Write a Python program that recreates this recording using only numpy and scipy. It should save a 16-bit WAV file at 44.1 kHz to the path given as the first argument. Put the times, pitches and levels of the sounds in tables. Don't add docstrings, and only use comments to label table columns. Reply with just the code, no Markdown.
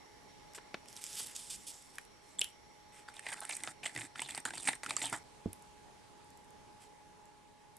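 import sys
import numpy as np
from scipy import signal
from scipy.fft import rfft, irfft, next_fast_len
from scipy.io import wavfile
from scipy.ndimage import uniform_filter1d

SR = 44100
rng = np.random.default_rng(int(sys.argv[2]) if len(sys.argv) > 2 else 0)


def voltage_ratio(level):
    return 10 ** (np.asarray(level, float) / 20)


def waveform_to_disk(signal):
    frames = np.transpose(np.atleast_2d(signal))
    scaled = np.clip(frames, -1, 1) * 32767
    samples = np.round(scaled).astype(np.int16)
    wavfile.write(sys.argv[1], SR, samples)


N = 343344
T = np.arange(N) / SR
CUT_S = 5.235

# [t/s, room noise level/dB, motor hum level/dB]
BACKGROUND = [
    (0.0, -63.5, -62.5),
    (0.48, -63, -59.5),
    (1.91, -65, -66.5),
    (3.22, -65.5, -59),
    (4.8, -64.5, -62),
    (5.24, -63, -59.5),
    (6.93, -65, -58.5),
    (7.51, -67.5, -61),
]


def evened(x):
    return x / np.sqrt(np.mean(x ** 2) + 1e-20)


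def read(points, hz):
    f, value = np.transpose(points)
    return np.interp(np.log(hz + 1), np.log(f + 1), value)


def follow(rows, column):
    rows = np.array(rows)
    return np.interp(T, rows[:, 0], rows[:, column])


def add(mix, s, sound):
    part = mix[round(s * SR):][:len(sound)]
    part += sound[:len(part)]


def colour(x, db_at):
    size = next_fast_len(N)
    gain = voltage_ratio(db_at(np.fft.rfftfreq(size, 1 / SR)))
    return irfft(rfft(x, size) * gain, size)[..., :N]


def ring(x, hz, width_hz):
    b, a = signal.iirpeak(np.clip(hz, 20, 2e4), max(hz / width_hz, .5), SR)
    return signal.lfilter(b, a, x)


def ring_twice(x, hz, width_hz):
    return ring(ring(x, hz, width_hz), hz, width_hz)


def slide(x, hz, width_hz):
    turn = np.exp(2j * np.pi * np.cumsum(hz) / SR)
    r = np.exp(-np.pi * width_hz / SR)
    return 2 * (turn * signal.lfilter([1 - r], [1, -r], x / turn)).real


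def wander(centre_hz, spread, samples=1200):
    drift = uniform_filter1d(rng.standard_normal(N), samples)
    drift = evened(uniform_filter1d(drift, samples))
    return centre_hz * np.exp(spread * np.clip(drift, -2, 2))


def levels(moves, stops, rise_db, layer_share=None, edge_s=0.0013):
    out = np.zeros(N)
    ends = np.sort(np.r_[[row[0] for row in moves], stops, N / SR])
    for start, rise_s, db, fade, *layer_db in moves:
        t = np.arange(0, ends[ends > start + 1e-4][0] - start, 1 / SR)
        swell_db = rise_db * (t / max(rise_s, 1e-4) - 1)
        shape_db = np.where(t < rise_s, swell_db, -fade * (t - rise_s))
        level_db = db + shape_db if layer_share is None else db + layer_db[0] + layer_share * shape_db
        add(out, start, voltage_ratio(level_db) * np.clip(np.minimum(t, t[-1] - t) / edge_s, 0, 1))
    return out


def grains(per_s, spread_db, grain_ms, smooth):
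    size_db = spread_db * np.minimum(rng.exponential(1, N), 2.6)
    slips = (rng.random(N) < per_s / SR) * voltage_ratio(size_db)
    fade = np.exp(-1000 / (grain_ms * SR))
    return rng.standard_normal(N) * (smooth + evened(signal.lfilter([1], [1, -fade], slips)))


def clicks(events, sharpness, edges_hz, contact_ms, usual_share=.4):
    out, t = np.zeros(N), np.arange(1600) / SR
    band = signal.butter(3, edges_hz, "bandpass", fs=SR, output="sos")
    bursts = rng.standard_normal((len(events), len(t)))
    for (s, db, hz, *share), noise in zip(events, bursts):
        burst = noise * np.exp(-1000 * t / contact_ms) * np.minimum(t / 0.0003, 1)
        tone = ring(ring(burst, hz, hz / sharpness), hz, hz / 1.3)
        snap_share = share[0] if share else usual_share
        sound = evened(tone) + snap_share * evened(signal.sosfilt(band, burst))
        add(out, s, voltage_ratio(db) * sound / abs(signal.hilbert(sound)).max())
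    return out


def scrape():
    # [t/s, rise/s, wall level/dB, fade/(dB/s), grit re wall/dB]
    strokes = [(3.08, 0.0088, -47.5, 600, -6), (3.135, 0.033, -52, 330, -2.5), (3.22, 0.047, -47, 100, -4),
               (3.28, 0.0071, -45.5, 150, -1), (3.315, .01, -43.5, 50, 0), (3.345, 0.029, -52.5, 0, -2),
               (3.397, .002, -60, 0, -2), (3.414, .003, -48.5, 100, -3), (3.46, .002, -57, 0, 3),
               (3.49, 0.0035, -46.5, 100, 5), (3.512, .012, -48.5, 60, 6.5), (3.575, .002, -58.5, 0, 4),
               (3.64, .003, -53, 0, 2), (3.672, 0.0025, -48.5, 120, -1.5), (3.83, 0.0025, -44, 0, -3.5),
               (3.853, 0.0041, -35.5, 500, -4), (3.89, 0.0033, -52, 280, -1.5), (3.93, 0.061, -49, 5, 0),
               (3.972, 0.003, -44, 113, 0.5), (4.152, 0.072, -45.5, 166, -3.5),
               (4.283, 0.0063, -44.5, 130, -1), (4.345, 0.0033, -46, 100, 0), (4.372, 0.0044, -42, 400, -4),
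               (4.451, 0.0056, -41.5, 230, -1.5), (4.533, .003, -48, 30, 2), (4.585, .002, -51, 60, 4.5),
               (4.62, .004, -46, 200, 2.5), (4.636, 0.036, -43, 0, 4), (4.672, 0.0025, -31.5, 20, -7.5),
               (4.695, 0.0017, -42, 215, -3.5), (4.832, .002, -44, 200, -1.5), (4.86, .002, -45, 500, -2),
               (4.878, 0.018, -43, 100, -2), (4.906, .002, -42, 500, 1), (4.925, .002, -50, 200, 2),
               (4.966, 0.002, -48, 150, 6), (5.014, .004, -40, 38, -0.5), (5.054, 0.0017, -40.5, 186, -2),
               (5.124, 0.0032, -37.5, 285, -2.5)]
    lifts = [
        3.724,
        4.074,
        4.408,
        4.765,
        5.19,
    ]
    # [t/s, rise/s, rumble level/dB, fade/(dB/s)]
    pushes = [(3.08, .002, -72, 110), (3.254, .002, -71, -14), (3.83, 0.02, -60, 120),
              (3.95, .02, -52, 100), (4.15, 0.042, -60.5, 15), (4.36, .015, -55, 100),
              (4.45, .005, -57, 30), (4.66, 0.017, -50.5, 300), (4.855, .006, -55, 70),
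              (5.01, 0.014, -57, 38), (5.115, .012, -48, 400)]
    # [f/Hz, width/Hz, level/dB]
    cup_modes = [(851, 380, -9), (1860, 80, 4.5), (2430, 56, -23), (3040, 160, 1), (3560, 320, -0.5),
                 (4090, 12, 0.5), (4630, 96, 5)]
    # [f/Hz, density/dB per Hz]
    wall_db = [(260, -30), (450, -14), (787, 3), (860, 9), (1010, -8.5), (2490, -10.5), (2810, -15),
               (3600, -4.5), (6500, -51), (8450, -53), (14300, -120)]
    # [f/Hz, density/dB per Hz]
    grit_db = [(3240, -22), (5500, -8.5), (6660, -8.5), (7120, -2), (7730, -3.5), (8390, 1), (9810, -5.5),
               (11700, -16.5), (14000, -51)]
    # [t/s, f/Hz]
    tip_path = [(3.09, 1440), (3.17, 2800), (3.43, 1220), (3.5, 2420), (3.7, 1510), (3.86, 2570),
                (3.9, 1860), (4.2, 1950), (4.255, 3800), (4.29, 2550), (4.45, 1390), (4.52, 1700),
                (4.6, 3900), (4.65, 2200), (4.84, 1500), (4.9, 2330), (5.02, 2200), (5.055, 3600),
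                (5.13, 1450)]
    rise_db = 12.5

    slip = grains(per_s=260, spread_db=2.2, grain_ms=2.2, smooth=.9)
    crush = .6 * evened(slip) + evened(grains(per_s=180, spread_db=2, grain_ms=.9, smooth=.9))

    broad = evened(colour(slip, lambda hz: read(wall_db, hz)))
    reach = uniform_filter1d(rng.standard_normal((len(cup_modes), N)), 1500)
    modes = np.zeros(N)
    for (hz, width_hz, db), r in zip(cup_modes, reach):
        mode_db = db + 5.4 * evened(r).clip(-3, 1.2)
        modes += voltage_ratio(mode_db) * ring(slip, hz, max(width_hz, 110))
    tip_hz = follow(tip_path, column=1)
    patch = evened(slide(slide(slip, tip_hz, 1200), tip_hz, 1200))
    wall = evened(broad + 0.65 * evened(modes) + 1.6 * patch)

    grit = evened(colour(crush, lambda hz: read(grit_db, hz)))
    grain_hz = wander(8100, 0.13, samples=830)
    grit = evened(grit + 0.38 * evened(slide(grit, grain_hz, 830)))

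    table = ring(slip, 134, 57) + 1.08 * ring(slip, 278, 103)
    rumble = evened(ring(table, 205, 410))
    return (wall * levels(strokes, lifts, rise_db) * voltage_ratio(-2.0)
            + grit * levels(strokes, lifts, rise_db, layer_share=0.82) * voltage_ratio(-4.0)
            + rumble * levels(pushes, lifts, 11.0, edge_s=0.0036))


def knocks():
    # [t/s, peak/dB, f/Hz, broad snap share if not usual]
    hits = [(3.086, -45.5, 1400), (3.193, -35.5, 1820), (3.266, -27.5, 1860), (3.326, -33.5, 2030),
            (3.45, -39, 1950), (3.495, -31, 2000), (3.511, -29, 2100), (3.636, -31.5, 2050),
            (3.674, -27.5, 1380, 2.5), (3.833, -36, 2400), (3.859, -24.5, 1960), (3.962, -27.5, 1960),
            (4.009, -35.5, 2050), (4.157, -33.5, 1500), (4.194, -25, 1950), (4.218, -31.5, 940),
            (4.291, -32.5, 1860), (4.348, -30.5, 4570), (4.377, -32.5, 880), (4.453, -26, 1500),
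            (4.506, -32, 1650), (4.536, -35.5, 760), (4.683, -34, 2430), (4.732, -30, 1860),
            (4.833, -28.5, 1700), (4.862, -29, 1400), (4.907, -22, 2090, 2), (4.967, -29.5, 1230),
            (5.017, -25.5, 2010), (5.127, -32, 1390), (3.167, -39.5, 3450), (3.288, -34, 2050),
            (3.297, -40, 2000), (3.373, -43, 2440), (3.387, -46, 1500), (3.416, -38, 1090),
            (3.423, -39, 900), (3.433, -41, 1500), (3.526, -36, 2200), (3.532, -36, 3950),
            (3.595, -48, 2030), (3.604, -41.5, 1960), (3.855, -33, 3020), (3.866, -31, 2900),
            (3.95, -41, 3000, 2), (3.977, -30.5, 1980), (3.988, -33, 2000), (4.016, -35, 2000),
            (4.26, -40, 3740), (4.308, -35, 3300), (4.46, -31.5, 1620), (4.475, -37, 1500),
            (4.488, -39, 1600), (4.574, -37.5, 1930), (4.579, -31.5, 4280), (4.599, -36, 3640),
            (4.896, -32, 3500), (5.04, -32, 2400), (5.055, -32.5, 3940), (5.138, -35, 1400)]
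    return clicks(hits, 6.1, [500, 4300], contact_ms=2.03, usual_share=0.7)


def crushed_grains():
    # [t/s, peak/dB, f/Hz]
    cracks = [(3.1413, -44, 8100), (3.1652, -43, 8540), (3.1946, -33.5, 8360), (3.265, -39, 9090),
              (3.2859, -37, 8690), (3.3054, -38, 8810), (3.3185, -35, 8230), (3.3353, -31, 9200),
              (3.405, -30.5, 9500), (3.4331, -40, 8130), (3.4516, -32, 8140), (3.493, -26.5, 9140),
              (3.5249, -34, 8170), (3.5518, -36, 7110), (3.5673, -26.5, 8350), (3.6017, -43, 8150),
              (3.6356, -26, 8030), (3.6494, -39, 7140), (3.6686, -39, 7320), (3.6955, -39, 8800),
              (3.7114, -43, 8630), (3.8412, -38, 9350), (3.8557, -33, 7700), (3.865, -26, 7710),
              (3.9499, -35, 8160), (3.9617, -35, 8860), (3.976, -34, 7640), (4.0094, -35, 8570),
              (4.1824, -44, 7080), (4.2043, -29.5, 8350), (4.219, -23.5, 8420), (4.2882, -39, 9030),
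              (4.3064, -30, 8060), (4.348, -32, 8100), (4.3554, -33, 8600), (4.377, -29, 8650),
              (4.4023, -37, 8600), (4.452, -22.5, 8000), (4.5057, -35, 7960), (4.578, -33, 8200),
              (4.6069, -35, 8480), (4.6324, -37, 9170), (4.6738, -24, 8490), (4.682, -23, 8190),
              (4.7296, -34, 8490), (4.7526, -35, 8600), (4.8334, -36, 8370), (4.8614, -34, 7150),
              (4.8938, -35, 8100), (4.9067, -29, 8400), (4.966, -17.5, 7470), (5.02, -26.5, 8300),
              (5.0254, -29, 7400), (5.0556, -23, 8300), (5.0694, -32, 8390), (5.098, -33, 8510),
              (5.1277, -30, 8400), (5.1622, -36, 8310)]
    return clicks(cracks, 13.0, [5000, 10500], contact_ms=1.0, usual_share=0.13)


def powder():
    # [t/s, rise/s, hiss level/dB, fade/(dB/s), rustle re hiss/dB]
    shakes = [(.547, 0.002, -48, 400, -6), (.56, .002, -51, 600, -12), (.872, .015, -58, 30, -10.5),
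              (.95, .02, -53, 100, -10), (1.0, 0.021, -51.5, -28, -15), (1.16, 0.035, -38, 300, -17),
              (1.21, .002, -44.5, 60, -18), (1.25, .012, -47.5, 150, -18), (1.28, .002, -49, 140, -10),
              (1.348, 0.016, -43, 600, -20), (1.372, .002, -49, 46, -21), (1.495, 0.008, -43, 95, -21),
              (1.565, .002, -57.5, 30, -26), (1.666, 0.005, -42.5, 200, -35), (1.72, .002, -57, 47, -28),
              (1.925, .03, -61, 130, -9), (2.22, 0.025, -68, 5, -8), (2.425, .002, -51, 260, -5),
              (2.92, 0.058, -59.5, 200, -2), (6.8, .03, -61, 295, -6)]
    rests = [
        .6,
        2.08,
        2.36,
        2.52,
        3.04,
        6.87,
    ]
    # [f/Hz, density/dB per Hz]
    hiss_db = [(710, -46), (1200, -35), (1670, -18), (3530, 3), (4040, -3), (4960, 3), (6340, 0), (7870, 4),
               (11900, -6.5), (14000, -24)]
    rise_db = 8.5

    drive = grains(per_s=550, spread_db=.8, grain_ms=1.5, smooth=2.4)
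    hiss = evened(colour(drive, lambda hz: read(hiss_db, hz) - 30 * (hz < 2300)))
    hiss = evened(hiss + .5 * evened(slide(hiss, wander(8970, 0.13), 1200)))
    rustle = evened(ring_twice(drive, 1900, 2200))
    return (hiss * levels(shakes, rests, rise_db)
            + rustle * levels(shakes, rests, rise_db, layer_share=0.94))


def creases():
    # [t/s, peak/dB, f/Hz]
    buckles = [(0.5348, -42, 6700), (0.5487, -42, 3630), (0.742, -41, 5600), (0.858, -47, 2940),
               (0.885, -36.5, 5200), (0.9284, -38, 5900), (0.965, -34, 5700), (1.0146, -38, 5000),
               (.561, -42, 7500), (.973, -38, 4000), (1.217, -36, 8000), (1.956, -40, 8740),
               (2.0134, -48, 8260), (1.0397, -25.5, 7440), (1.065, -30, 6160), (1.102, -41, 7670),
               (1.13, -32, 7280), (1.1548, -30.5, 8340), (1.1778, -36, 8130), (1.231, -35, 9600),
               (1.262, -35, 9600), (1.27, -33, 9600), (1.351, -38, 8340), (1.3634, -33, 8950),
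               (1.823, -47, 8000), (1.507, -36, 7610), (1.6687, -40, 8310), (1.7425, -41, 6590),
               (1.7779, -50, 7290), (1.984, -31, 2220), (2.0513, -44, 8360)]
    return clicks(buckles, 2.4, [2500, 11000], contact_ms=0.85, usual_share=0.73)


def pats():
    # [t/s, peak/dB, f/Hz, broad snap share]
    touches = [
        (.579, -39, 450, 1),
        (.584, -39, 900, .7),
        (.743, -26.5, 1650, 6.3),
        (1.198, -40, 700, 2),
        (1.204, -40, 900, 2),
        (5.531, -49.5, 2000, .2),
        (1.983, -31.5, 1580, 0.36),
        (2.415, -37, 600, 1.2),
    ]
    return clicks(touches, 0.25, [150, 3200], contact_ms=3.2)


def cap_snaps():
    # [t/s, peak/dB, f/Hz, broad snap share]
    snaps = [
        (2.386, -36.5, 7500, 1.5),
        (2.3925, -19, 7600, 0.13),
        (2.408, -31, 9000, 0.56),
        (2.414, -15, 7040, 4),
        (2.437, -42, 10500, .3),
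        (2.4425, -28, 10500, 0.3),
        (2.444, -30, 6000, 3.5),
        (2.488, -45, 7800, 1.5),
        (2.501, -49, 8400, .6),
    ]
    return clicks(snaps, 22, [1500, 9600], contact_ms=0.91)


def hollow_rings():
    # [t/s, level/dB, f/Hz, width/Hz, t60/s]
    rings = [(2.386, -35, 3460, 300, 0.032), (2.4149, -26, 3000, 500, 0.012), (2.4163, -21, 2950, 450, .02),
             (2.42, -40, 3050, 600, 0.17), (2.443, -42, 3020, 1200, 0.025), (3.955, -50, 115, 60, .35),
             (4.908, -39.5, 696, 160, 0.07), (4.674, -31.5, 8450, 700, 0.065),
             (4.674, -29.5, 2280, 800, .05), (4.683, -33, 2400, 700, 0.049), (4.688, -27, 8400, 600, 0.035),
             (4.687, -28, 1810, 700, .03), (4.967, -39, 4630, 300, 0.056), (4.459, -34, 8000, 1200, .02),
             (4.453, -38, 7000, 400, .06), (4.599, -42, 9000, 2000, .015), (5.128, -36, 800, 500, .05),
             (5.139, -38, 1300, 700, .04), (4.674, -36, 1600, 500, .06), (3.858, -36, 8000, 900, .04),
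             (5.025, -38, 7300, 500, .06)]
    out, t = np.zeros(N), np.arange(9000) / SR
    noises = rng.standard_normal((len(rings), len(t)))
    for (s, db, hz, width_hz, t60_s), noise in zip(rings, noises):
        add(out, s, evened(ring_twice(noise, hz, width_hz)) * voltage_ratio(db - 60 * t / t60_s))
    return out


def thump():
    # [f/Hz, level/dB, t60/s]
    table_modes = [(58, -16, 0.32), (96, -7, 0.14), (202, 2.5, 0.036), (232.4, -11.5, .12),
                   (300, -16, 0.16), (417, -4.5, 0.026), (670, -12, 0.039), (990, -24, .02),
                   (351, -21.5, 0.14), (1500, -19, .02), (2400, -22, .02)]
    thump_s, thump_db = 5.4582, -28.5
    out, t = np.zeros(N), np.arange(9000) / SR
    rings = sum(voltage_ratio(db - 60 * t / t60_s) * np.sin(2 * np.pi * hz * t) for hz, db, t60_s in table_modes)
    touch = signal.windows.hann(40) / 20
    push = np.r_[-.52 * touch, np.zeros(15), touch]
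    add(out, thump_s, voltage_ratio(thump_db) * np.convolve(rings, push))
    add(out, thump_s + 0.0129, voltage_ratio(thump_db - 14.5) * np.convolve(rings, touch))
    return out


def creaks():
    # [t/s, peak/dB, f/Hz]
    releases = [
        (5.5307, -31.5, 11000),
        (5.5942, -52.5, 9030),
        (5.623, -45, 8550),
        (6.2447, -51.5, 9060),
        (6.3041, -48.5, 8100),
        (6.373, -51, 8600),
        (6.446, -53, 8140),
        (6.5054, -50, 8650),
        (7.255, -52, 7900),
        (7.7672, -41.5, 10000),
    ]
    return clicks(releases, 3.3, [5000, 13800], contact_ms=1.24, usual_share=0.22)


def place(x, lean):
    return np.array([colour(x, lambda hz: side * read(lean, hz) / 2) for side in (1, -1)])


def room(x, t60_s=0.21):
    t = np.arange(12000) / SR
    signs = rng.choice([-1., 1.], (2, len(t)))
    taps = signs * (rng.random((2, len(t))) < .05) * voltage_ratio(-60 * t / t60_s) * (t > .0015)
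    return signal.fftconvolve(x[None], taps / np.linalg.norm(taps[0]), axes=1)[:, :N]


def motor():
    # [f/Hz, level/dB]
    partials = [(420, -16), (604, -22), (840, -5.5), (1680, -26),]
    lines = sum(voltage_ratio(db) * np.sin(2 * np.pi * (hz * T + rng.random())) for hz, db in partials)
    waver = 1 + 0.12 * evened(uniform_filter1d(rng.standard_normal(N), 3000))
    hum = np.sqrt(2) * lines * waver * voltage_ratio(follow(BACKGROUND, column=2))
    return hum * voltage_ratio([[-.6], [.6]])


def air():
    # [f/Hz, density/dB per Hz]
    first_air_db = [(12, -72), (20, -6.5), (419, -6.5), (668, -10), (832, -8), (980, -9.5), (1520, -17),
                    (2170, -12), (2420, -18.5), (4810, -19), (5670, -23), (6150, -21), (11800, -29.5),
                    (14000, -67)]
    # [f/Hz, density/dB per Hz]
    second_air_db = [(12, -51), (20, -9.5), (106, -5.5), (346, -7.5), (419, -7.5), (468, -8), (687, -12.5),
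                     (766, -8.5), (832, -10), (1010, -10.5), (1330, -16.5), (9030, -25.5), (11800, -32.5),
                     (14000, -63)]
    # [f/Hz, correlation]
    likeness = [(60, 0.028), (180, 0.019), (530, -0.27), (1560, 0.29), (4630, 0.23), (13700, 0.23)]
    # [f/Hz, width/Hz, first scene level/dB, second scene level/dB]
    whines = [(900, 150, -77, -75.5), (2100, 580, -91, -91), (4210, 48, -84, -99), (5610, 410, -72.5, -104),
              (10070, 300, -92, -91)]

    frames, hz = N // 256 + 5, np.fft.rfftfreq(1024, 1 / SR)
    a, b, c, d, patches = rng.standard_normal((frames, 513, 5)).T
    patches = evened(uniform_filter1d(uniform_filter1d(patches, 12, 0), 14, 1))
    same = np.clip(read(likeness, hz), -1, 1)[:, None]
    left = a + 1j * b
    right = same * left + np.sqrt(1 - same ** 2) * (c + 1j * d)
    z = np.array([left, right]) * voltage_ratio(1.22 * patches)
    white = evened(signal.istft(z, nperseg=1024, noverlap=768)[1][:, :N])

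    first = evened(colour(white, lambda f: read(first_air_db, f)))
    second = evened(colour(white, lambda f: read(second_air_db, f)))
    noise = np.where(T < CUT_S, first, second) * voltage_ratio(4.5 + follow(BACKGROUND, column=1))
    for f, width_hz, first_db, second_db in whines:
        whine = evened(ring_twice(white, f, width_hz))
        noise = noise + whine * voltage_ratio(np.where(T < CUT_S, first_db, second_db))
    return noise


def scene():
    # [f/Hz, difference/dB]
    near_lean = [(60, -1), (150, -2.5), (370, -5.5), (910, -1.5), (2240, -0.5), (5550, -1.5), (9500, -5),
                 (13700, -4)]
    # [f/Hz, difference/dB]
    packet_lean = [(60, -7), (230, -2.0), (910, 1.5), (3530, 0), (13700, -6)]

    packet = powder() + creases() + pats()
    near = scrape() + knocks() + crushed_grains()
    near = near + cap_snaps() + hollow_rings() + thump() + creaks()
    echoes = colour(room(near + packet), lambda hz: -14.2 + 3.0 * np.clip(hz / 12000, 0, 1) ** 2)
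    splice = 1 - .9 * (abs(T - CUT_S) < .002)
    background = (air() * voltage_ratio([[-.9], [.9]]) + motor()) * splice
    return place(near, near_lean) + place(packet, packet_lean) + echoes + background


def roll_off(x):
    return signal.sosfilt(signal.butter(12, 14320, fs=SR, output="sos"), x)


def record(dry):
    edge = signal.firwin(101, 13700, window=("kaiser", 7), fs=SR)
    mix = signal.oaconvolve(dry, edge[None], "same")
    return roll_off(mix)


dry = scene()
out = record(dry)
waveform_to_disk(out)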